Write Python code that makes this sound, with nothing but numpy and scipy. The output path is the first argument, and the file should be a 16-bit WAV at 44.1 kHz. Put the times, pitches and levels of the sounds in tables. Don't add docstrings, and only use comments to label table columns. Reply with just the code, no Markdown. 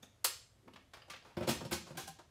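import sys
import numpy as np
from scipy import signal
from scipy.fft import rfft, irfft
from scipy.io import wavfile
from scipy.ndimage import uniform_filter1d

SR = 44100
rng = np.random.default_rng(int(sys.argv[2]) if len(sys.argv) > 2 else 0)


def persist_wave(psi):
    counts = np.round(np.clip(psi, -1, 1) * 32767).astype(np.int16)
    wavfile.write(sys.argv[1], SR, np.atleast_2d(counts).T)


N = 101429


def amp(db):
    return 10 ** (np.asarray(db) / 20)


def rms_one(x):
    return x / np.sqrt(np.mean(x ** 2) + 1e-20)


def at_hz(points, hz):
    point_hz, values = np.array(points).T
    return np.interp(np.log(hz), np.log(point_hz), values)


def band(x, low_hz, high_hz):
    return signal.sosfilt(signal.butter(2, [low_hz, high_hz], "band", fs=SR, output="sos"), x)


def ring(x, hz, t60):
    fall_s = np.clip(t60, .004, .25)
    r = amp(-60 / (fall_s * SR))
    w = 2 * np.pi * hz / SR
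    return signal.lfilter([0, np.sin(w)], [1, -2 * r * np.cos(w), r * r], x)


def contacts(events, modes, lowest_hz):
    band_edges = [115, 330, 1000, 3500, 8000, 15800]
    grain_db, grains_per_s = 2.5, 15000
    lead = 0.6
    strike_power = 2.18
    out = np.zeros(N + SR)
    t = np.arange(SR // 2) / SR
    for at_s, peak_db, *colour_db, rise, fall, ring_db in events:
        rise = np.clip(rise, .0003, .03)
        shape = np.minimum(t / rise, 1) * amp(-60 * np.maximum(t - rise, 0) / max(fall, .01))
        sizes = amp(grain_db * np.minimum(rng.exponential(1, len(t)), 4))
        sizes = sizes * rng.choice([-1, 1], len(t))
        hits = rng.random(len(t)) < grains_per_s / SR
        spray = shape * sizes * hits + 1e-18
        strike = spray * shape ** strike_power
        body = spray + sum(amp(ring_db + db) * ring(strike, hz, t60) for hz, db, t60 in modes)
        start = int((at_s - lead * rise) * SR)
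        for k, db in enumerate(colour_db):
            part = (-1) ** k * band(body, band_edges[k], band_edges[k + 1])
            loudest = np.sqrt(uniform_filter1d(part ** 2, size=SR // 40).max())
            out[start:start + len(t)] += amp(peak_db + db) * part / loudest
    return signal.sosfilt(signal.butter(4, lowest_hz, "high", fs=SR, output="sos"), out[:N])


def hum():
    # pitch_hz, relative_db (per Hz)
    spectrum = [(15, -39), (25, -6.5), (113, 4), (227, -14), (703, -11.5), (782, -17.5), (871, -17.5),
                (1380, -20), (1850, -21.5), (12500, -30), (15500, -38.5)]
    level_db = -68.5
    hz = np.maximum(np.fft.rfftfreq(N, 1 / SR), 1)
    shaped = rfft(rng.standard_normal(N)) * amp(at_hz(spectrum, hz)) * (hz > 36)
    return amp(level_db) * rms_one(irfft(shaped, N))


def click():
    # at_s, peak_db, then against it bass_db, low_mid_db, mid_db, presence_db, treble_db;
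    # rise_s, fall_s (to -60 dB), ring_db
    events = [(.028, -54.5, -6, -12.5, -9, -5.5, -10.5, 0.0083, 0.1, -17.5)]
    # pitch_hz, level_db, fall_s (to -60 dB)
    modes = [(2800, 0, .01), (3700, 5, .012), (6900, 2, .008), (14200, 6, .008)]
    return contacts(events, modes, 174)


def clip_snap():
    # at_s, peak_db, then against it bass_db, low_mid_db, mid_db, presence_db, treble_db;
    # rise_s, fall_s (to -60 dB), ring_db
    events = [(.2455, -22, -46, -21, -17, -12.5, -7, 0.0051, 0.086, -40)]
    # pitch_hz, level_db, fall_s (to -60 dB)
    modes = [(1394, -3, .12), (2546, 6, .03), (4600, 4, .03), (5500, 22, .006), (5037, -3, .07),
             (5219, -1, .08), (5797, -3, .06), (6160, -1, .07), (6560, -2, .07)]
    return contacts(events, modes, 340)


def hand():
    # at_s, level_db
    grip = [(.54, -99), (.56, -75), (.6, -80), (.635, -67.5), (.675, -60.5), (.72, -69), (.74, -74),
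            (.78, -74), (.82, -78), (.86, -78), (.9, -86)]
    at_s, db = np.transpose(grip)
    level_db = np.interp(np.arange(N) / SR, at_s, db, left=-120, right=-120)
    friction = band(band(rng.standard_normal(N), 170, 420), 170, 420)
    return amp(level_db) * rms_one(friction)


def edge_ticks():
    # at_s, peak_db, then against it bass_db, low_mid_db, mid_db, presence_db, treble_db;
    # rise_s, fall_s (to -60 dB), ring_db
    events = [(.679, -54, -14, -5, -12, -36, -23, 0.0085, 0.053, -53),
              (.735, -60.5, -3, -24, -2, -16, -13, 0.0038, 0.076, -54),
              (.76, -56.5, -41, -7, -1, -17.5, -20, 0.0031, 0.073, -51),
              (.935, -50, -35, -10, -5, -15.5, -15.5, 0.0011, 0.13, -64),
              (.969, -54, -54, -7, -9.5, -22, -22, 0.0011, 0.13, -56),
              (1.081, -72.5, -11.5, 11, -12, -3, -12, 0.0058, 0.19, -62),
              (1.1, -49, -13, -19.5, -1, -7, -11.5, .0023, 0.13, -43),
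              (1.136, -49.5, -26, -10.5, -3, -30, -38, .003, 0.086, -38),
              (1.162, -51, -18, -24, -5.5, -25, -22, 0.0028, 0.077, -57),
              (1.248, -57, -15, -4.5, -8.5, -18, -21, 0.0016, 0.45, -56)]
    # pitch_hz, level_db, fall_s (to -60 dB)
    modes = [(300, 0, .06), (540, 0, .06), (880, -4, .04), (1190, 6, .12), (1650, 0, .04), (2250, 0, .04),
             (3050, 0, .03)]
    return contacts(events, modes, 170)


def tab_pings():
    # at_s, peak_db, then against it bass_db, low_mid_db, mid_db, presence_db, treble_db;
    # rise_s, fall_s (to -60 dB), ring_db
    events = [(1.019, -58, -37, -10, -2, -18, -22, 0.00078, 0.14, -18.5),
              (1.224, -60, -21, -8, -16, -9, -31, 0.00085, 0.15, -15)]
    # pitch_hz, level_db, fall_s (to -60 dB)
    modes = [(3100, 0, .02), (4850, 6, .03)]
    return contacts(events, modes, 310)


def panel_knocks():
    # at_s, peak_db, then against it bass_db, low_mid_db, mid_db, presence_db, treble_db;
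    # rise_s, fall_s (to -60 dB), ring_db
    events = [(1.369, -40, -4, -1, -14, -24, -23.5, .003, 0.18, -38),
              (1.408, -40, -4, -1, -21.5, -23, -26, 0.0029, 0.14, -39),
              (1.428, -47, -3, -6, -7, -17, -21, .01, .15, -67),
              (1.475, -29, -15, -7.5, -21, -18, -21, 0.0068, 0.093, -45),
              (1.488, -29.5, -9, -14.5, -12, -13.5, -12, .012, 0.2, -56.5),
              (1.608, -42, -6, -6.5, -22, -24, -26, 0.0056, 0.19, -57),
              (1.649, -49, 2, -2.5, -10, -8.5, -16, 0.0069, 0.12, -40.5),
              (1.714, -35, -10, -6.5, -11, -35, -9, 0.0093, 0.19, -43),
              (1.726, -31.5, -29, -24, -17, -10, -17.5, .009, 0.13, -53),
              (1.867, -48, -30, -9.5, -20.5, -16.5, -26, 0.014, 0.28, -53),
              (1.904, -48.5, -10, -6.5, -19, -25, -25, 0.0077, 0.075, -47),
              (1.95, -55.5, -2, -8, -12.5, -22, -24.5, 0.0099, 0.14, -60)]
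    # pitch_hz, level_db, fall_s (to -60 dB)
    modes = [(161, 10, .14), (184, 10, .14), (225, 9, .14), (270, 4, .08), (349, 9, .1), (380, 3, .1),
             (555, 2, .08), (610, 4, .08), (730, 3, .08), (1040, 0, .07), (1116, 0, .07), (1570, -3, .07),
             (1672, -3, .07), (5500, 24, .006)]
    return contacts(events, modes, 73)


def knock_low_notes():
    # at_s, push_db, pitch_hz
    low_notes = [(1.371, -41, 98), (1.374, -46, 328), (1.409, -46, 84), (1.412, -38, 358),
                 (1.478, -42, 164.4), (1.488, -28.5, 228), (1.52, -51, 90), (1.559, -46, 74.6),
                 (1.608, -48, 85), (1.651, -59, 164), (1.715, -40, 192), (1.724, -42, 81),
                 (1.811, -50.5, 174.6), (1.906, -46.5, 145.2), (1.946, -47, 171), (2.029, -54.5, 84),
                 (2.09, -53.5, 157), (2.128, -61, 77)]
    push_s = 0.0031
    fall_cycles = 44
    out = np.zeros(N)
    soft = signal.windows.hann(int(push_s * SR))
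    for at_s, db, hz in low_notes:
        push = np.zeros(N)
        push[int(at_s * SR)] = amp(db)
        push = np.convolve(push, soft / soft.sum())[:N] + 1e-18
        out += ring(push, hz, fall_cycles / hz)
    return band(out, 55, 2000)


def rim_rocks():
    # at_s, peak_db, then against it bass_db, low_mid_db, mid_db, presence_db, treble_db;
    # rise_s, fall_s (to -60 dB), ring_db
    events = [(1.973, -34, -17.5, -21, -13.5, -21, -14, 0.0051, 0.21, -35.5),
              (1.996, -42.5, -15.5, -17.5, -19, -11, -35, 0.0033, 0.26, -71),
              (2.076, -38, -24, -16.5, -18, -17, -15.5, 0.0057, 0.11, -32),
              (2.188, -50.5, -36, -8, -17.5, -16.5, -28, 0.005, 0.11, -49)]
    # pitch_hz, level_db, fall_s (to -60 dB)
    modes = [(175, 0, .08), (371, -3, .12), (454, -3, .12), (740, 2, .08), (783, 9, .12), (1042, 3, .1),
             (1590, 1, .08), (1642, 0, .08)]
    return contacts(events, modes, 125)


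def workshop(x):
    # pitch_hz, fall_s (to -60 dB)
    room_falls = [(100, 0.87), (500, 0.22), (1500, 0.34), (4000, 0.44), (8000, 0.39), (15000, 0.13)]
    room_db, build_s = -7, 0.0036
    t = np.arange(SR) / SR
    edges = 62.5 * 2 ** np.arange(9)
    tail = np.zeros(SR)
    for low, high in zip(edges, edges[1:]):
        fall_s = at_hz(room_falls, np.sqrt(low * high))
        tail += band(rng.standard_normal(SR), low, high) * amp(-60 * t / fall_s)
    tail *= 1 - np.exp(-t / build_s)
    return amp(room_db) * signal.fftconvolve(x, tail / np.sqrt(np.sum(tail ** 2)))[:N]


def scene():
    cover = click() + clip_snap() + hand() + edge_ticks() + tab_pings() + panel_knocks() + rim_rocks()
    room = workshop(band(cover, 200, 14000))
    return (cover + room + knock_low_notes() + hum())[None]


def record(dry):
    mic_top_hz, cutoff_hz = 11700, 16600
    dry = signal.sosfilt(signal.butter(1, mic_top_hz, fs=SR, output="sos"), dry)
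    return signal.sosfilt(signal.cheby2(12, 60, cutoff_hz, fs=SR, output="sos"), dry)


dry = scene()
out = record(dry)
persist_wave(out)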